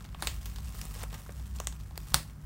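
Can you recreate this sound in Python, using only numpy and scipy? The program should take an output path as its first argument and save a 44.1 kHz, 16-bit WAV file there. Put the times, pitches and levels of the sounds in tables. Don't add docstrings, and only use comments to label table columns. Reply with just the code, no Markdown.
import sys
import numpy as np
from scipy import signal
from scipy.fft import rfft, irfft
from scipy.io import wavfile
from scipy.ndimage import uniform_filter1d

SR = 44100
rng = np.random.default_rng(int(sys.argv[2]) if len(sys.argv) > 2 else 0)


def transcribe(signal):
    frames = np.atleast_2d(signal).T
    limited = np.clip(frames, -1, 1)
    pcm = np.round(limited * 32767).astype(np.int16)
    wavfile.write(sys.argv[1], SR, pcm)


def makeup_ratio(level_db):
    decades = np.asarray(level_db, float) / 20
    return 10 ** decades


N = 108045

SHIVER_S = 0.002


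def evened(x):
    return x / np.sqrt(np.mean(x ** 2) + 1e-20)


def read(points, hz):
    point_hz, value = np.transpose(points)
    return np.interp(np.log(hz + 1), np.log(point_hz + 1), value)


def curve(table, column=1):
    rows = np.array(table)
    return np.interp(np.arange(N) / SR, rows[:, 0], rows[:, column])


def colour(x, points):
    hz = np.fft.rfftfreq(len(x), 1 / SR)
    return irfft(rfft(x) * makeup_ratio(read(points, hz)), len(x))


def resonate(x, hz, width_hz):
    turn = np.exp(2j * np.pi * np.cumsum(hz * np.ones(len(x))) / SR)
    r = np.exp(-np.pi * width_hz / SR)
    return 2 * (turn * signal.lfilter([1 - r], [1, -r], x / turn)).real


def drift(rate_hz):
    noise = rng.standard_normal(N + SR)
    pole = np.exp(-2 * np.pi * rate_hz / SR)
    return evened(signal.lfilter([1], [1, -pole], noise)[SR:])


def add(mix, start_s, sound):
    part = mix[round(start_s * SR):][:len(sound)]
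    part += sound[:len(part)]


def slip_clock():
    t = np.arange(-.008, .03, 1 / SR)
    jump = 1. * (np.abs(t) == np.abs(t).min())
    return t, jump


def buckle(mix, at_s, rasp_db, rasp_s, sent_db, patch):
    t, jump = slip_clock()
    ring = np.zeros(len(t))
    for hz, width_hz, db in patch:
        late = np.roll(jump, round(.25 * SR / hz))
        ring += makeup_ratio(db) * resonate(resonate(late, hz, width_hz), hz, width_hz)

    lead = np.where(t < 0, 0.3, 1)
    shape = np.exp(-abs(t) / lead / rasp_s)
    shape += (t > 0) * makeup_ratio(-30) * np.exp(-abs(t) / SHIVER_S)
    bright = signal.butter(2, 2 * 3000 / SR, "high")
    rasp = signal.lfilter(*bright, rng.standard_normal(len(t))) * shape * makeup_ratio(rasp_db)
    near = ring + rasp
    add(mix[0], at_s + t[0], near)

    blurred = np.sqrt(abs(uniform_filter1d(abs(rfft(near)) ** 2, size=70)))
    add(mix[1], at_s + t[0], makeup_ratio(sent_db) * np.roll(irfft(blurred, len(t)), jump.argmax()))


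def buckles(mix):
    # at_s, rasp_db, rasp_s, sent_to_walls_db
    events = [(0.1466, -61, 0.00081, -2), (0.2237, -23.5, .0004, 3), (0.272, -17.5, 0.00035, 0.5),
              (0.4575, -37, 0.0018, 6), (.8147, -35, 0.003, -6), (1.0366, -36, 0.0016, -4),
              (1.601, -26.5, 0.00043, -3.5), (1.6714, -17.5, 0.00016, -4), (1.977, -32, 0.0012, -10),
              (2.1436, -6.5, 0.00029, -2.5)]
    # pitch_hz, width_hz, level_db
    patches = [
        [(776, 330, -5.5), (1130, 270, -2.5), (2750, 760, -17.5), (3150, 880, -14)],
        [(820, 570, 3.5), (1460, 480, 5), (3880, 1200, -2), (8450, 2500, -10.5)],
        [(730, 560, 0), (1250, 460, 3.5), (2700, 1400, 3.5), (3650, 610, 7), (7500, 1600, -1),
         (14800, 1700, -6)],
        [(1280, 340, -11), (1810, 720, -15), (3580, 1200, -15), (14900, 1500, -16)],
        [(1140, 320, -11.5), (2700, 1200, -9), (5500, 1500, -10.5), (7500, 1000, -19)],
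        [(620, 940, -5), (1070, 420, -16), (2200, 980, -12), (3150, 580, -19)],
        [(615, 420, 4), (1023, 330, 6), (2900, 650, -5), (4070, 1100, -11), (6500, 2900, -9.5)],
        [(740, 560, -2.5), (1120, 450, -0.5), (2070, 310, -3.5), (3500, 1500, -5.5), (7000, 3500, -2),
         (12000, 2200, -20)],
        [(685, 480, -4), (1990, 760, -10), (4640, 630, -3), (7060, 1700, -13.5), (11240, 1200, -13),
         (14500, 1200, -7)],
        [(910, 230, 13), (1330, 760, 15.5), (1810, 240, 5.5), (3500, 370, 3), (4460, 2100, 10.5),
         (5920, 590, 11), (8000, 2450, 7.5)],
    ]
    for event, patch in zip(events, patches):
        buckle(mix, *event, patch)


def voice(slips, box_db, box_hz, film_hz, flat_db):
    def ring(hz, width_hz):
        return evened(resonate(resonate(slips, hz, width_hz), hz, 3.1 * width_hz))

    film_width_hz, box_width_hz = 3200, 840
    film = ring(film_hz, film_width_hz) + makeup_ratio(flat_db) * evened(slips)
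    film = film + makeup_ratio(-19) * ring(min(1.75 * film_hz, 15000), film_width_hz)
    box = ring(box_hz, box_width_hz)
    return film / abs(film).max() + makeup_ratio(box_db + 2.5) * box / abs(box).max()


def snap(mix, at_s, peak_db, box_db, box_hz, film_hz, small=False):
    t, jump = slip_clock()
    sharp_flat_db = -4
    spread, jump_size, flat_db = (4.0, .55, -5) if small else (1, 1, sharp_flat_db)
    rise_s, fall_s, lag_s = .00028, .00022, .0017

    shape = 0.69 * np.exp(-abs(t) / np.where(t < 0, rise_s, fall_s) / spread)
    shape = shape + (t > 0) * makeup_ratio(-16.5) * np.exp(-abs(t) / SHIVER_S)
    slips = shape * rng.standard_normal(len(t)) + jump_size * jump
    near = voice(slips, box_db, box_hz, film_hz, flat_db)
    near = makeup_ratio(peak_db) * near / abs(near).max()

    sent = makeup_ratio(-4.5 * np.log2(film_hz / 4600)) * near.std()
    start_s = max(at_s + lag_s + t[0], 0)
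    add(mix[0], start_s, near)
    add(mix[1], start_s, sent * evened(voice(jump, box_db, box_hz, film_hz, sharp_flat_db)))


def creases(mix):
    # at_s, peak_db, box_share_db, box_pitch_hz, film_pitch_hz
    bright_tuft = [(1.031, -28, -7.5, 660, 8950)]
    # at_s, peak_db, box_share_db, film_pitch_hz
    small_creases = [(.006, -38.5, -9, 3000), (0.022, -44, -38, 6500), (0.0427, -40.5, -40, 3240),
                     (0.05, -40.5, -21, 2470), (.059, -44, -19, 4240), (.088, -44, -8, 2980),
                     (0.0485, -40, 10, 2690), (0.1267, -46, 5, 2790), (0.193, -39, 10, 2180),
            (0.2285, -48, -7, 2700), (0.4977, -41, -38, 4500), (0.5595, -34, -39, 3880),
            (0.5842, -35.5, -8.5, 3900), (0.6443, -38.5, -42, 8450), (0.673, -41, -21, 2370),
            (0.7226, -49, -28, 2290), (0.771, -35, -38, 8100), (0.7918, -39, -37, 3070),
            (0.84, -49, -13, 2440), (0.852, -32, -9.5, 10300), (0.9166, -59, -18, 2630),
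            (0.939, -39.5, -27, 5900), (0.9585, -38, -18, 2270), (0.975, -39, -12, 2680),
            (1.0088, -35, -5, 3000), (1.1046, -40.5, -26, 2060), (1.1276, -34.5, -12, 2340),
            (1.1388, -38.5, 2, 4900), (1.1465, -36, -12, 2000),
                     (.2045, -43, -22, 6000), (.2115, -41, -12, 2300), (.2472, -38, -20, 4000),
              (1.0154, -34, -10, 2500), (1.567, -39, -26, 7500), (1.5855, -37, -18, 4000),
              (1.6447, -38, -20, 7700), (1.956, -43, -10, 2500), (2.1036, -40, -22, 7000),
              (2.1196, -36, -10, 4600),
                     (1.262, -41, -2, 5500), (1.321, -42, -18, 6700), (1.3961, -42.5, -11, 2460),
            (1.4668, -45, -17, 8760), (1.4755, -44, -12, 7500), (1.553, -42, -26, 2360),
            (1.5614, -39.5, -20, 7360), (1.7243, -38, -10.5, 4480), (1.7996, -44, -18, 3200),
            (1.934, -69, -2, 2440), (2.07, -45.5, -5, 2810), (2.2287, -39, -22, 6600),
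            (2.2968, -43.5, -14, 2230), (2.4143, -48, -30, 6500)]
    # at_s, peak_db, box_share_db, film_pitch_hz
    ticks = [(0.2758, -23.5, -25, 5500), (0.4562, -39, -26, 9000), (0.4609, -36.5, -11, 3500),
             (0.6537, -44, -40, 8000), (.691, -37, -9, 7500), (0.949, -46, -8, 2600),
             (0.968, -44, -10, 2600), (0.994, -44, -17, 3000), (1.022, -33, -8, 2420),
             (1.043, -50, -8, 2600), (1.456, -45, -30, 3000), (1.52, -50, -40, 6500),
             (1.808, -40.5, -40, 5500), (1.858, -47, -13, 2450), (0.264, -31, -23, 7500),
             (1.011, -36, -10, 2900), (1.292, -38, 4, 2200), (1.908, -44, -4, 3500),
             (2.1365, -30, -11, 2500), (2.139, -29, -23, 7000)]
    box_hz = 1030
    for row in bright_tuft:
        snap(mix, *row, small=True)
    for at_s, peak_db, box_db, film_hz in small_creases:
        snap(mix, at_s, peak_db, box_db, box_hz, film_hz, small=True)
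    for at_s, peak_db, box_db, film_hz in ticks:
        snap(mix, at_s, peak_db, box_db, box_hz, film_hz)


def crackle():
    # time_s, crackle_level_db
    pull = [(0, -57), (.07, -67), (.12, -66.5), (.19, -61), (.23, -50), (.46, -58.5), (.62, -58.5),
            (.8, -50.5), (.89, -54), (.96, -48.5), (1.04, -49.5), (1.07, -59.5), (1.15, -53.5),
            (1.42, -61.5), (1.62, -59.5), (1.9, -65), (2.1, -54), (2.33, -67)]
    # pitch_hz, level_db
    film_tone = [(300, -12.5), (1100, -7.5), (1600, -10), (2300, -8), (4000, -11.5), (9000, -10.5),
                 (15500, -10)]
    creases_per_s, spread_db, clump_db, grain_s = 1300, 3.2, 2.5, .0005

    size = makeup_ratio(spread_db * np.minimum(rng.exponential(1, N), 3.5) + clump_db * drift(41))
    size *= rng.random(N) < creases_per_s / SR
    size *= rng.choice([-1., 1.], N)
    patch = rng.integers(0, 32, N)
    t = np.arange(120) / SR
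    out = np.zeros(N)
    for k, hz in enumerate(np.geomspace(700, 15000, num=32)):
        rasp = rng.standard_normal(len(t)) * np.exp(-t / grain_s)
        rasp = evened(resonate(rasp, hz, 2.5 * hz)) + makeup_ratio(10) * evened(rasp)
        out += signal.oaconvolve(size * (patch == k), rasp)[:N]
    return makeup_ratio(curve(pull) + 0.5) * evened(colour(out, film_tone))


def knocks(mix):
    # at_s, peak_db, pitch_hz
    bumps = [(0.226, -33, 310), (0.2303, -42, 1460), (0.961, -41.5, 530), (1.148, -45, 584),
             (1.2928, -36.5, 546), (1.9105, -42.5, 820), (1.978, -40.5, 307), (2.141, -28, 137),
             (2.146, -35.5, 310)]
    for at_s, peak_db, hz in bumps:
        turns = np.arange(0, .08, 1 / SR) * hz
        thud = makeup_ratio(peak_db) * np.sin(2 * np.pi * turns) * np.exp(-2 * turns / 2.75)
        add(mix.T, at_s, thud[:, None])


def room():
    # pitch_hz, t60_s
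    decay = [(200, 0.33), (1000, 0.25), (4000, 0.22), (9000, 0.22), (16000, 0.27)]
    # delay_s, level_db
    echoes = [(.0016, -25.5), (.0034, -11), (.0049, -17.5), (.0072, -20), (.012, -26)]
    taps = np.zeros(SR // 2)
    at = np.arange(120, len(taps) - 12, 12)
    taps[at + rng.integers(0, 12, len(at))] = rng.choice([-1., 1.], len(at))

    hz, t, bands = signal.stft(taps, SR, nperseg=256)
    fade = makeup_ratio(-60 * t / read(decay, hz)[:, None])
    tail = signal.istft(bands * fade, SR, nperseg=256)[1]
    tail *= makeup_ratio(-6.5) / np.linalg.norm(tail)
    for k, (delay_s, db) in enumerate(echoes):
        tail[round(delay_s * SR)] += (-1) ** k * makeup_ratio(db)
    return tail


def rumble():
    # time_s, level_db, pitch_hz
    path = [(0.0, -57, 49.4), (0.13, -44.5, 47.3), (0.2, -49.5, 52.6), (0.27, -35.5, 58.7),
            (0.54, -39, 50.4), (0.64, -38, 59.5), (0.8, -42.5, 55.6), (0.9, -44, 50.2), (1.03, -42.5, 55.7),
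            (1.13, -39, 49), (1.16, -47, 57.2), (1.6, -36.5, 63.1), (1.97, -43.5, 53.7), (2.07, -43, 56.6),
            (2.16, -33.5, 55), (2.2, -48, 52), (2.31, -55.5, 59.2), (2.45, -41, 52)]
    hz, width_hz = curve(path, column=2), 11.1
    drone = resonate(resonate(rng.standard_normal(N), hz, width_hz), hz, width_hz)
    drone /= np.sqrt(abs(uniform_filter1d(drone ** 2, size=5000)) + 0.059 * np.mean(drone ** 2))
    return makeup_ratio(curve(path)) * drone


def mains_hum():
    # pitch_hz, level_db
    harmonics = [(49, -54), (99, -51), (150, -54.5), (192, -62)]
    t = np.arange(N) / SR
    hum = np.zeros(N)
    for hz, db in harmonics:
        tone = np.sin(2 * np.pi * (hz * t + rng.random()))
        waver = 0.29 * evened(resonate(rng.standard_normal(N), hz, 11.7))
        hum += makeup_ratio(db) * evened(tone + waver)
    return hum


def still_air():
    # pitch_hz, level_db
    air_tone = [(20, -13), (60, 4.5), (110, -1.5), (200, -7), (450, -30.5), (1600, -29), (3000, -44.5),
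                (16000, -45)]
    return makeup_ratio(-48) * evened(colour(rng.standard_normal(N), air_tone))


def scene():
    film = np.zeros((2, N))
    buckles(film)
    creases(film)
    knocks(film)
    film += crackle()
    echo = signal.fftconvolve(film[1], room())[:N]
    house = rumble() + mains_hum() + still_air()
    return (film[0] + echo + house)[None]


def roll_off(x):
    return signal.sosfilt(signal.butter(12, 16990, fs=SR, output="sos"), x)


def record(dry):
    # pitch_hz, level_db
    overall_tone = [(20, -0.5), (9000, 0.5), (9800, -2), (12400, 0.5), (12900, -12), (13400, -2), (15800, -1.5),
                    (16000, -30)]
    mixed = colour(dry[0], overall_tone)[None]
    return roll_off(mixed)


dry = scene()
out = record(dry)
transcribe(out)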